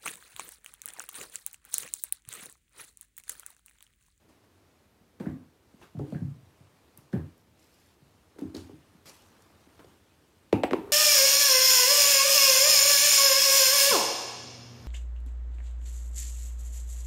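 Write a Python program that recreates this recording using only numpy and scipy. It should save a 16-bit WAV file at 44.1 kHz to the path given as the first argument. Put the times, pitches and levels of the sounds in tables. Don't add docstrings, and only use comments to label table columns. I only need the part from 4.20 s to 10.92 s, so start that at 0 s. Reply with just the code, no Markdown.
import sys
import numpy as np
from scipy import signal
from scipy.fft import rfft, irfft
from scipy.io import wavfile
from scipy.ndimage import uniform_filter1d

SR = 44100
rng = np.random.default_rng(int(sys.argv[2]) if len(sys.argv) > 2 else 0)


def natural_amplitude(level_db):
    exponent = np.asarray(level_db, float) / 20
    return 10 ** exponent


def int16_out(signal):
    q = np.round(np.clip(np.atleast_2d(signal).T, -1, 1) * 32767)
    wavfile.write(sys.argv[1], SR, q.astype(np.int16))


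N = 296352
SIZE = 2 ** 15
HZ = np.fft.rfftfreq(SIZE, 1 / SR)


def unit(x):
    return x / np.sqrt(np.mean(x ** 2) + 1e-20)


def along(points, hz):
    point_hz, values = np.transpose(points)
    return np.interp(np.log(hz + 1), np.log(point_hz + 1), values)


def peak(hz, width_hz):
    return 1j * HZ * width_hz / (hz * hz - HZ * HZ + 1j * HZ * width_hz + 1e-9)


def add(out, start_s, x):
    out[round(start_s * SR):][:len(x)] += x


def tail(onset_s):
    # (frequency [Hz], time to fall by 60 dB [s])
    ring_times = [(80, 0.3), (250, 0.34), (700, 0.32), (2000, 0.28), (6000, 0.21), (14000, 0.12)]
    hz, t, z = signal.stft(rng.standard_normal(SIZE * 3 // 4), SR, nperseg=512)
    decay = natural_amplitude(-60 * t / along(ring_times, hz)[:, None])
    x = signal.istft(z * decay, SR, nperseg=512)[1]
    x = x * (1 - np.exp(-np.arange(len(x)) / SR / onset_s))
    return rfft(x / np.linalg.norm(x), SIZE)


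def noise(spectrum, patchy_db):
    z = signal.stft(rng.standard_normal(N + 512), nperseg=512)[2]
    patches = uniform_filter1d(rng.standard_normal(z.shape), size=5, axis=0)
    patches = uniform_filter1d(patches, size=8, axis=1)
    x = signal.istft(z * natural_amplitude(patchy_db * unit(patches)), nperseg=512)[1][:N]
    colour = natural_amplitude(along(spectrum, np.fft.rfftfreq(N, 1 / SR)))
    return unit(irfft(rfft(x) * colour, N))


def grains(depth_db, smooth):
    return natural_amplitude(depth_db * unit(uniform_filter1d(rng.standard_normal(N), size=smooth)))


def blows(table, sharp, slap_hz, onset_s, ring_db, spread_ms, order=2):
    # (frequency [Hz], width [Hz], level [dB])
    boards = [(90.5, 28, 2), (151.8, 21.4, -0.5), (259.3, 32.5, 2), (322.7, 29, 2), (409, 34, -1),
              (541, 38, -2), (734, 78, 2.5), (935, 87, 1), (1600, 560, -7), (2600, 980, 2)]
    out = np.zeros(N + SIZE)
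    wood = sum((-1) ** k * natural_amplitude(db) * peak(hz, width) for k, (hz, width, db) in enumerate(boards))
    spread = np.exp(-4j * np.pi * spread_ms / 1000 * np.sqrt(200 * HZ))
    slap = peak(slap_hz, 0.61 * slap_hz) ** 2
    slap = slap / np.abs(irfft(slap)).max()
    for start, db, hz, slap_db in table:
        push = peak(hz, hz / sharp) ** order
        force = push / np.abs(irfft(push)).max() + natural_amplitude(slap_db) * slap
        ringing = 1 + natural_amplitude(ring_db) * wood * tail(onset_s)
        add(out, start - 0.001, natural_amplitude(db) * irfft(force * spread * ringing))
    return out[:N]


def landings():
    # (time [s], peak level [dB], push pitch [Hz], slap level [dB])
    pounces = [(1.0, -27, 213, -18), (1.003, -33, 445, -30), (1.012, -30.5, 262, -42),
               (1.064, -20.5, 201, -34), (1.129, -38.5, 160, -27), (1.746, -33.5, 163, -38),
               (1.769, -29, 127, -24), (1.792, -31, 145, -36), (1.793, -27, 350, -28),
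               (1.796, -41, 780, -28), (1.81, -34.5, 340, -39), (1.922, -37, 480, -25),
               (1.921, -26.5, 190, -37), (1.949, -24.5, 161, -22), (2.015, -22.5, 143, -47),
               (2.027, -27, 143, -45), (2.084, -37.5, 154, -24), (2.932, -18.5, 179.6, -49),
               (2.936, -26.5, 350, -25), (2.958, -33, 91.5, -32), (4.159, -46.5, 400, -24),
               (4.186, -34, 328, -10), (4.217, -25, 259, -34), (4.24, -33.5, 194, -40),
               (4.235, -45, 88, -40), (4.343, -30.5, 293, -23), (4.36, -43.5, 87.5, -40),
               (4.357, -34, 320, -32), (4.41, -45, 195, -40), (4.43, -51, 91, -40), (4.493, -39, 334, -15)]
    return blows(pounces, sharp=1.29, slap_hz=1240, onset_s=0.00067, ring_db=0.5, spread_ms=5.62, order=3)


def bounces():
    # (time [s], peak level [dB], push pitch [Hz], slap level [dB])
    hits = [(6.328, -7, 400, -13.5), (6.335, -23.5, 107.5, -40), (6.339, -14.5, 275, -32),
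            (6.336, -17, 204, -40), (6.363, -21, 260, -31), (6.435, -10.5, 575, -9.5),
            (6.44, -16.5, 319, -2.5), (6.51, -23.5, 486, 0), (6.52, -21, 258, -21),
            (6.532, -14.5, 352, -19), (6.533, -15.5, 1075, -9.5), (6.54, -14, 361, -44),
            (6.585, -33, 200, -32), (6.609, -42, 373, -22), (6.645, -41, 370, -20), (6.675, -40, 408, -21),
            (6.7, -43, 420, -24)]
    return blows(hits, sharp=1.66, slap_hz=1780, onset_s=0.0011, ring_db=-9, spread_ms=4.07)


def footsteps():
    # (time [s], peak level [dB], push pitch [Hz])
    paws = [(0.088, -54, 257), (0.238, -61, 91.5), (0.3, -66, 116), (0.808, -55, 191), (1.07, -38, 66.5),
            (1.224, -52, 248), (1.781, -44, 65.6), (1.93, -42, 66), (1.341, -72, 100.3),
            (1.538, -45.5, 209), (2.158, -46, 167), (2.224, -47.5, 107), (2.402, -47, 129),
            (2.779, -47.5, 133), (3.271, -58, 96), (3.818, -50.5, 143), (4.531, -44.5, 134),
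            (4.746, -48.5, 187), (5.469, -49.5, 286), (5.59, -46.5, 394), (5.643, -43, 437),
            (5.659, -55, 102)]
    slap_db = -24
    steps = [(*row, slap_db) for row in paws]
    return blows(steps, sharp=1.63, slap_hz=1260, onset_s=0.0049, ring_db=-5, spread_ms=5.63)


def knocks():
    # (time [s], peak level [dB], push pitch [Hz])
    taps = [(0.999, -54, 1650), (1.058, -43.5, 1510), (1.059, -49, 1870), (1.063, -47.5, 624),
            (1.748, -53, 620), (1.794, -52, 1260), (1.922, -44, 593), (1.947, -44.5, 1570),
            (2.931, -40, 1600), (2.932, -60, 1830), (2.94, -40.5, 560), (6.331, -38.5, 2520),
            (6.331, -35.5, 845), (6.439, -45, 2800), (6.437, -36.5, 780), (6.535, -28, 1100),
            (6.61, -42.5, 388), (6.66, -46, 400), (6.69, -44, 433), (6.63, -49, 1100)]
    slap_db = -17.5
    taps = [(*row, slap_db) for row in taps]
    return blows(taps, sharp=3.34, slap_hz=3000, onset_s=0.0014, ring_db=7.0, spread_ms=2.965, order=3)


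def ticks():
    # (time [s], peak level [dB], centre pitch [Hz], width [octaves])
    snaps = [(0.998, -53, 2600, 1.2), (1.62, -61, 2600, .7), (1.625, -48.5, 2600, 0.47),
             (1.634, -55, 1500, .6), (1.7894, -52.5, 3570, 1.6), (1.903, -53, 4900, 1.4),
             (2.7752, -32.5, 12400, 0.93), (2.921, -55, 4000, 1.1), (2.929, -49.5, 4400, 0.42),
             (3.1792, -55, 10100, 1.1), (3.3937, -56.5, 5840, 1.2), (3.4276, -59, 5870, 1.1),
             (3.671, -58, 11000, .5), (3.5443, -52, 7000, 2.5), (4.1888, -53, 5000, 3),
             (4.1914, -45.5, 5000, 2.3), (4.2115, -47, 5000, 3), (4.348, -36, 4470, .2),
             (4.348, -45, 6440, 0.18), (4.349, -47, 3530, 0.24), (4.366, -37.5, 4540, 0.72),
             (5.222, -51.5, 6020, 1.5), (5.592, -52.5, 2500, 1.1), (5.644, -55, 4200, 1.1),
             (6.328, -32.5, 3540, 1.5), (6.4337, -34, 3000, 0.63), (6.435, -39.5, 7860, 0.088),
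             (6.5105, -40, 3170, 0.96), (6.5324, -34, 3050, 0.59)]
    cycles = 99
    out = np.zeros(N + SIZE)
    t = np.arange(SIZE) / SR
    for start, db, hz, octaves in snaps:
        fade = natural_amplitude(np.maximum(-60 * t * hz / cycles, -200))
        burst = rfft(rng.standard_normal(SIZE) * fade)
        burst = burst * peak(hz, hz * octaves) ** 2
        echoed = irfft(burst * (1 + natural_amplitude(-10.0) * tail(0.033)))
        add(out, start, natural_amplitude(db) * echoed / np.abs(irfft(burst)).max())
    return out[:N]


def strokes():
    # (time [s], level [dB], dull part over it [dB], time to fall by 60 dB [s])
    scuffs = [(0.086, -67.5, 4.5, 0.57), (0.236, -68.5, 6.5, 0.17), (0.997, -65, 17.5, 0.65),
              (1.06, -73, 19, 0.44), (1.612, -64.5, 12, 0.34), (1.79, -67.5, 10, 1), (1.915, -66.5, 9, 1),
              (2.774, -64.5, 4, 0.21), (2.926, -70, 25, 0.51), (3.05, -70, 3, 0.88),
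              (4.183, -63.5, 10, 0.6), (4.343, -51, -0.5, 0.57), (4.855, -50, -10.5, 0.37),
              (4.871, -54, -7.5, 0.57), (5.22, -79, -3, 0.19), (5.59, -66, 16.5, 0.21),
              (6.325, -66, 27, 0.39), (6.433, -62, 29, 0.2), (6.509, -71, 31, 0.15), (6.533, -71, 29, 0.52)]
    # (start [s], end [s], level [dB], dull part over it [dB])
    rubs = [(0.3, 0.68, -77, 3.5), (1.456, 1.643, -73.5, 1), (1.612, 1.676, -62, 2), (1.704, 2.19, -73, 1),
            (1.866, 1.98, -66, -2), (2.2, 2.946, -73, 5), (3.36, 3.756, -69, -11), (3.798, 4.23, -73, 1),
            (4.16, 4.9, -71, 2), (4.942, 5.79, -67.5, 2.5), (5.735, 6.34, -72, -2.5),
            (6.547, 6.8, -76, 24.5)]
    attack_s, fade_s = 0.0021, 0.043
    t = np.arange(N) / SR
    power = np.zeros((2, N))
    for start, db, dull_db, t60 in scuffs:
        age = np.maximum(t - start, 0)
        shape = (1 - np.exp(-age / attack_s)) * natural_amplitude(-60 * age / t60)
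        power += (natural_amplitude([[db], [db + dull_db]]) * shape) ** 2
    for start, end, db, dull_db in rubs:
        shape = (np.tanh((t - start) / fade_s) - np.tanh((t - end) / fade_s)) / 2
        power += (natural_amplitude([[db], [db + dull_db]]) * shape) ** 2
    return np.sqrt(power)


def brushing():
    # (frequency [Hz], level [dB])
    fur_colour = [(1180, 3), (2000, 2), (2640, 3), (4420, 0), (7680, -4), (8300, -3), (15700, -13)]
    # (frequency [Hz], level [dB])
    cloth_colour = [(300, 5.5), (700, -0.5), (1100, 0.5), (2000, -10.5), (3500, -19), (6000, -25)]
    bright, dull = strokes()
    flutter = grains(1.16, smooth=120)
    fur = unit(flutter * noise(fur_colour, patchy_db=2.5))
    cloth = unit(flutter * noise(cloth_colour, patchy_db=1.0))
    return bright * fur + dull * cloth


def whispers():
    # (start [s], end [s], level [dB])
    drags = [(2.77, 2.83, -70), (3.17, 3.22, -74), (3.383, 3.737, -73), (4.863, 4.92, -55.5),
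             (4.93, 5.097, -70.5)]
    # (frequency [Hz], level [dB])
    feather_colour = [(2500, -13), (4000, -2), (5500, 5), (6500, -2), (7500, 0.5), (9500, -7.5),
                      (12500, -1), (15700, -16)]
    t = np.arange(N) / SR
    gain = np.zeros(N)
    for start, end, db in drags:
        gain += natural_amplitude(db) * (np.tanh((t - start) / 0.012) - np.tanh((t - end) / 0.037)) / 2
    return gain * unit(grains(4.3, smooth=200) * noise(feather_colour, patchy_db=2.5))


def hiss():
    # (frequency [Hz], level [dB])
    hiss_colour = [(15, -75), (35, -3), (91, 4), (123, -5), (300, -4), (1100, -15.5), (9000, -28.5),
                   (15800, -30)]
    return natural_amplitude(-64) * noise(hiss_colour, patchy_db=-0.3)


def scene():
    thuds = landings() + bounces() + footsteps() + knocks()
    rustle = brushing() + whispers()
    return (thuds + ticks() + rustle + hiss())[None]


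def low_pass(x):
    return signal.sosfilt(signal.butter(12, 16040, fs=SR, output="sos"), x)


def record(dry):
    # (time [s], length [s])
    gap = (1.8, 0.0015)
    bass_cut = signal.butter(N=3, Wn=62, btype="high", fs=SR, output="sos")
    top_cut = signal.butter(N=6, Wn=15500, fs=SR, output="sos")
    mix = signal.sosfilt(top_cut, signal.sosfilt(bass_cut, dry))
    distance = np.abs(np.arange(N) / SR - gap[0])
    gate = np.clip(distance / gap[1] * 2 - 0.5, 0.05, 1)
    return low_pass(mix * gate)


dry = scene()
out = record(dry)
int16_out(out)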